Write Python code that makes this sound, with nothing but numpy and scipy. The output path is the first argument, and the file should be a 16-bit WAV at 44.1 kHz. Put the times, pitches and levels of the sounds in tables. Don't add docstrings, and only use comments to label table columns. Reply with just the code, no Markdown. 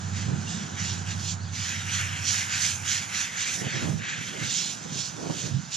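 import sys
import numpy as np
from scipy import signal
from scipy.fft import rfft, irfft
from scipy.io import wavfile

SR = 44100
rng = np.random.default_rng(int(sys.argv[2]) if len(sys.argv) > 2 else 0)


def wav_record(signal):
    frames = np.transpose(np.atleast_2d(signal))
    bounded = np.clip(frames, -1, 1)
    quanta = np.round(bounded * 32767).astype(np.int16)
    wavfile.write(sys.argv[1], SR, quanta)


N = 254016
TIME = np.arange(N) / SR

# (frequency [Hz], relative density [dB per Hz])
RUMBLE_COLOUR = [(25, -35), (50, -27), (75, -30), (100, -9.5), (150, 5.5), (215, -3), (300, -19),
                 (600, -56)]
RUSTLE_COLOUR = [(120, -11), (280, 6), (400, 1), (650, -5), (850, -8), (1200, -13.5)]


def from_db(db):
    return 10 ** (np.asarray(db) / 20)


def unit(x):
    return x / np.sqrt(np.mean(x ** 2) + 1e-20)


def at_hz(points, hz):
    f, value = np.transpose(points)
    return np.interp(np.log(hz + 1), np.log(f + 1), value)


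def levels(rows):
    s, *columns = np.transpose(rows)
    return [from_db(np.interp(TIME, s, column)) for column in columns]


def swells(rows, column, edge, spread=1):
    power = np.zeros(N)
    for row in rows:
        s, rise_s, fall_s = row[:3]
        width_s = spread * np.where(TIME < s, rise_s, fall_s)
        away = abs((TIME - s) / width_s)
        near = away < 4
        bell = np.exp(-away[near] ** edge)
        power[near] += (from_db(row[column]) * bell) ** 2
    return np.sqrt(power)


def noise():
    return rng.standard_normal((2, N))


def wander(rate_hz):
    hz = np.fft.rfftfreq(N, 1 / SR)
    low_pass = 1 / (1 + (hz / rate_hz) ** 4)
    return unit(irfft(rfft(rng.standard_normal(N)) * low_pass, N))


def drops(per_s, spread_db):
    size = from_db(abs(spread_db) * np.minimum(rng.exponential(1, (2, N)), 6))
    lands = rng.random((2, N)) < per_s / SR
    hits = size * np.sign(noise()) * lands
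    return np.array([unit(row) for row in hits])


def heard(drive, colour, direct=1):
    # (frequency [Hz], likeness [1])
    likeness = [(60, 10), (150, 1.1), (350, 0.3), (700, 0.2), (1500, -0.48), (3000, 1.7), (6500, 0.5),
                (8500, 2), (14000, -3)]
    # (frequency [Hz], lead [rad])
    port_phase = [(60, -0.45), (280, 0.68), (690, 2.68), (1300, 1.76), (2200, 0.85), (4100, 0.68),
                  (5200, -0.59), (6700, 0.75), (7700, 1.93), (10000, 1.36), (15000, -2)]
    # (frequency [Hz], difference [dB])
    port_balance = [(60, -7.5), (200, -4.5), (400, -7.5), (700, -4.5), (1300, 0), (2400, .5), (3600, -1),
                    (4600, -5.5), (6200, -11.5), (7300, -14.5), (8500, -2), (10500, -2.5), (14500, -8)]
    hz = np.fft.rfftfreq(N, 1 / SR)
    near, around = rfft(drive)
    same = np.clip(direct * at_hz(likeness, hz), 0, 1)
    left = same * near + np.sqrt(1 - same ** 2) * around
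    lead = from_db(at_hz(port_balance, hz)) * np.exp(1j * at_hz(port_phase, hz))
    summed = np.sqrt(1 + abs(lead) ** 2 + 2 * same * lead.real)
    roll_off = np.maximum(hz / colour[-1][0], 1) ** -4
    shape = from_db(at_hz(colour, hz)) * roll_off / summed
    pair = irfft(np.array([left * lead, near]) * shape, N)
    return pair / pair.mean(0).std()


def centred(x, centre_hz, lift_db, octaves):
    hz, t, z = signal.stft(x, SR, nperseg=512)
    away = np.log2((hz[:, None] + 1) / np.interp(t, TIME, centre_hz)) / octaves
    peak = from_db(lift_db * np.exp(-away ** 2))
    return signal.istft(z * peak, SR, nperseg=512)[1][:, :N]


def patchy(x, depth_db, width_hz, length_s):
    hz, t, z = signal.stft(x, SR, nperseg=512)
    field = np.fft.rfft2(rng.standard_normal((len(t), len(hz))))
    along = np.fft.fftfreq(len(t), t[1])[:, None]
    across = np.fft.rfftfreq(len(hz), hz[1])
    field *= np.exp(-(along * length_s) ** 2 - (across * width_hz) ** 2)
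    patches = unit(np.fft.irfft2(field, (len(t), len(hz)))).T
    return signal.istft(z * from_db(depth_db * patches), SR, nperseg=512)[1][:, :N]


def spray():
    # (frequency [Hz], relative density [dB per Hz])
    splash_colour = [(1500, -55), (2300, -9.5), (3100, -5), (3700, -4.5), (4400, -4), (5100, -4),
                     (6100, 0.5), (7100, -1), (8100, -16.5), (10000, -35), (15000, -94)]
    patter_colour = [(500, -36), (1000, -15.5), (1250, -6), (1550, 1.5), (1900, 2), (2600, 0), (3300, -2),
                     (4500, -10.5), (7000, -57)]
    mist_colour = [(2000, -37), (4800, 5), (6000, 12), (7200, 9.5), (8200, -3.5), (10000, -3), (11000, -10),
                   (12000, -13.5), (15000, -17)]
    # (time of height [s], rise [s], fall [s], splash [dB], patter [dB], mist [dB])
    sweeps = [(0.199, 0.051, 0.062, -39.5, -47, -55), (0.517, 0.056, 0.085, -37, -48, -56),
              (0.628, 0.028, 0.022, -43, -46, -58.5), (0.805, 0.023, .021, -37, -39, -58),
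              (0.89, 0.077, 0.06, -34, -44.5, -48), (1.11, 0.041, 0.03, -38, -42.5, -51.5),
              (1.315, 0.093, 0.023, -34.5, -64, -46), (1.68, 0.052, 0.14, -46, -37.5, -43.5),
              (1.955, 0.058, 0.048, -32, -35.5, -39.5), (2.02, 0.047, 0.038, -51, -35.5, -38),
              (2.15, 0.076, 0.077, -50, -38, -43.5), (2.295, 0.049, 0.058, -26.5, -40, -38.5),
              (2.36, 0.047, 0.078, -33, -33.5, -34.5), (2.544, 0.05, 0.066, -32.5, -34.5, -54),
              (2.66, 0.085, 0.079, -28.5, -36, -33.5), (2.918, 0.051, .088, -28.5, -34, -35.5),
              (3.195, .058, 0.063, -31.5, -32.5, -37), (3.43, 0.064, 0.11, -33, -35.5, -41.5),
              (3.555, 0.058, 0.063, -41, -59, -37.5), (3.752, 0.084, 0.093, -38.5, -35.5, -49.5),
              (3.866, .054, .07, -46, -53, -44), (4.025, 0.02, 0.039, -56, -42, -63),
              (4.11, 0.063, 0.085, -38.5, -36, -57), (4.28, 0.064, 0.067, -43, -40, -45),
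              (4.43, 0.051, 0.066, -41, -39.5, -47), (4.555, 0.089, 0.11, -29, -46, -43),
              (4.706, 0.15, .045, -34, -65, -44), (5.007, 0.073, 0.084, -32, -55, -46),
              (5.435, 0.12, 0.057, -36, -47.5, -46), (5.745, .028, .08, -31, -48, -49)]
    # (time [s], relative splash level [dB])
    fringe_level = [(0, -48), (1.3, -44.5), (1.6, -35.5), (2.3, -59), (3.3, -47), (4.1, -49), (4.8, -46),
                    (5.76, -47)]
    jet_edge = 1.95
    soft_hz, firm_hz = 2530, 3640
    miss_s, miss_half_s, miss_db = 1.45, 0.097, -14

    fringe, = levels(fringe_level)
    core = np.hypot(swells(sweeps, 3, jet_edge), fringe)
    coat = np.hypot(swells(sweeps, 4, jet_edge, spread=1.5), from_db(-8.5) * fringe)
    haze = np.hypot(swells(sweeps, 5, jet_edge, spread=1.6), from_db(-10.5) * fringe)

    splash = core * heard(drops(per_s=16000, spread_db=2.5), splash_colour)
    patter = coat * heard(drops(per_s=7000, spread_db=2.0), patter_colour)
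    mist = haze * heard(drops(per_s=17000, spread_db=0.0), mist_colour)

    centre_hz = soft_hz + (firm_hz - soft_hz) * core / (core + coat)
    on_coat = from_db(-0.57) * centred(splash + patter, centre_hz, lift_db=2.0, octaves=0.61)
    miss = np.exp(-((TIME - miss_s) / miss_half_s) ** 6)
    landing = 1 - (1 - from_db(miss_db)) * miss
    sputter = from_db(0.7 * wander(rate_hz=28))
    return patchy((on_coat + mist) * landing * sputter, depth_db=1.86, width_hz=510, length_s=0.1)


def engine():
    # (time [s], relative level [dB])
    engine_level = [(0, -33.5), (0.2, -30.5), (0.42, -35.5), (0.68, -48), (0.81, -34.5), (1.5, -34.5),
                    (1.7, -39.5), (2.03, -34), (2.6, -43), (2.82, -39.5), (3.12, -52), (4.2, -59.5)]
    # (multiple of the cycle rate [1], relative level [dB])
    engine_tones = [(1, -53), (2, -53), (3, -52), (4, -38), (5, -20.5), (6, -39), (7, -33), (8, 6),
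                    (9, 1.5), (10, -49), (11, -4), (12, -37), (13, -9), (14, -6), (15, -21), (16, -10),
                    (17, -25), (18, -26), (19, -18.5), (20, -18), (21, -50), (22, -57)]
    cycle_hz, throb_s = 11.59, 0.835
    order, db = np.transpose(engine_tones)
    firing = order[np.argmax(db)]
    turns = cycle_hz * (TIME - throb_s) + 0.0085 * wander(rate_hz=7.6)
    looseness = np.clip((abs(order - firing) - 1) / 3, 0, 1)
    phases = looseness * rng.uniform(-np.pi, np.pi, len(order))
    tones = np.zeros(N)
    for multiple, tone_db, phase in zip(order, db, phases):
        tones += from_db(tone_db) * np.cos(2 * np.pi * multiple * turns + phase)
    flutter = from_db(1.37 * wander(rate_hz=18))
    hum = unit(tones) * levels(engine_level)[0] * flutter
    return hum * from_db([[-3.2], [2.8]])


def drone():
    # (time [s], relative level [dB])
    drone_level = [(0, -42), (0.5, -36.5), (1.7, -48.5), (2.6, -55), (3.3, -47.5)]
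    # (frequency [Hz], relative density [dB per Hz])
    drone_colour = [(50, -42), (110, -9), (165, 3.5), (215, -0.5), (270, -15.5), (350, -18), (500, -25.5)]
    fade = np.clip((drone_level[-1][0] - TIME) / 0.13, 0, 1)
    return from_db(1) * fade * levels(drone_level)[0] * heard(noise(), drone_colour)


def bird(echo_s=0.049, echo_db=-9):
    # (time [s], upper mean pitch [Hz], lower mean pitch [Hz])
    chirp_pitch = [(1.39, 3800, 3800), (1.42, 4560, 4450), (1.445, 4600, 3900), (1.475, 4680, 3330),
                   (1.492, 4000, 3300), (1.515, 3300, 3250)]
    # (time of height [s], pitch [Hz], relative level [dB])
    peeps = [(0.33, 4030, -46), (0.478, 2800, -37)]
    chirp_db, lower_voice_db, chirp_fade_s, peep_s = -49, -3.5, 0.022, 0.0075
    s, upper, lower = np.transpose(chirp_pitch)
    call = np.zeros(N)
    for pitch, db in ((upper, 0), (lower, lower_voice_db)):
        hoarse = 1 + 0.04 * wander(rate_hz=500)
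        hz = np.interp(TIME, s, pitch) * hoarse
        call += from_db(db) * np.sin(2 * np.pi * np.cumsum(hz) / SR)
    ends = np.minimum(TIME - s[0], s[-1] - TIME)
    call *= from_db(chirp_db) * np.clip(ends / chirp_fade_s, 0, 1)
    for at, hz, db in peeps:
        bell = np.exp(-((TIME - at) / peep_s) ** 2)
        call += from_db(db) * bell * np.sin(2 * np.pi * hz * TIME)
    echo = from_db(echo_db) * np.interp(TIME - echo_s, TIME, call)
    return (call + echo) * from_db([[-1], [1.5]])


def wind(boom_from_db=-30):
    # (time of height [s], rise [s], fall [s], rumble [dB], rustle [dB])
    gusts = [(0.32, 0.058, 0.059, -30, -40.5), (3.657, 0.08, 0.035, -37.5, -38.5),
             (3.749, 0.024, 0.059, -33, -38.5), (3.87, 0.067, 0.065, -32.5, -35),
             (3.945, 0.057, 0.073, -31, -58), (4.207, 0.031, 0.023, -38.5, -54),
             (4.377, 0.057, 0.045, -49, -41.5), (4.43, 0.016, 0.069, -34, -47),
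             (4.946, 0.067, 0.087, -37, -46.5), (5.27, 0.09, .08, -43, -34.5),
             (5.464, 0.084, 0.058, -37.5, -40.5), (5.55, 0.067, 0.074, -30.5, -60)]
    # (time [s], relative rumble [dB], relative rustle [dB])
    breeze = [(3.1, -80, -80), (3.5, -46.5, -51.5), (4.6, -43.5, -51), (4.8, -51, -53), (5.4, -44.5, -78),
              (5.76, -51, -66)]
    # (frequency [Hz], relative density [dB per Hz])
    boom_colour = [(25, -60), (65, -30), (95, -7), (130, -3), (200, -42)]
    gust_edge = 1.64
    calm_rumble, calm_rustle = levels(breeze)
    rumble_gain = np.hypot(swells(gusts, 3, gust_edge), calm_rumble)
    rustle_gain = np.hypot(swells(gusts, 4, gust_edge), calm_rustle)
    rumble = from_db(-0.5) * rumble_gain * heard(noise(), RUMBLE_COLOUR, direct=0.54)
    flutter = from_db(1.9 * wander(rate_hz=240))
    rustle = from_db(-2.0) * rustle_gain * heard(noise(), RUSTLE_COLOUR, direct=0.63) * flutter
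    force = np.minimum(rumble_gain / from_db(boom_from_db), 1)
    boom = from_db(0.5) * force * rumble_gain * heard(noise(), boom_colour, direct=0.32)
    return (rumble + boom) * from_db([[-4], [1.1]]) + rustle


def buffets(rise_s=0.0049, peak_db=-12):
    # (onset [s], strength before peak_db is added [dB])
    strikes = [(3.613, -24), (3.665, -18), (3.74, -26), (3.824, -16), (4.412, -24), (4.852, -23.5),
               (5.295, -13.5)]
    strength = np.zeros(N)
    for s, db in strikes:
        age = np.maximum(TIME - s, 0) / rise_s
        strength += from_db(db + peak_db) * age * np.exp(1 - age)
    rumble = heard(noise(), RUMBLE_COLOUR, direct=0.51)
    rustle = heard(noise(), RUSTLE_COLOUR, direct=0.21)
    return strength * (rumble + 0.5 * rustle)


def yard():
    # (frequency [Hz], relative density [dB per Hz])
    yard_colour = [(25, -34), (60, -1), (110, 13), (200, 10.5), (330, -0.5), (530, -6.5), (750, 2),
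                   (1150, -0.5), (1550, 4), (2100, -6), (3300, -10), (4900, -12.5), (6600, -3.5),
                   (8300, -18.5), (11500, -52)]
    # (time [s], relative level [dB])
    yard_level = [(0, -43), (0.7, -42.5), (1.2, -43), (1.45, -46), (2.3, -43), (3.3, -45), (4.2, -48.5),
                  (5.0, -44.5), (5.76, -48)]
    return levels(yard_level)[0] * heard(drops(per_s=9000, spread_db=2.5), yard_colour)


def scene():
    return spray() + engine() + drone() + bird() + wind() + buffets() + yard()


def record(dry, low_cut_hz=48, edge_hz=15700):
    hz = np.fft.rfftfreq(N, 1 / SR)
    bass_cut = 1 / np.sqrt(1 + (low_cut_hz / (hz + 1)) ** 6)
    thinned = irfft(rfft(dry) * bass_cut, N)
    low_pass = signal.firwin(511, edge_hz, window=("kaiser", 9), fs=SR)
    return signal.oaconvolve(thinned, low_pass[None], "same")


dry = scene()
out = record(dry)
wav_record(out)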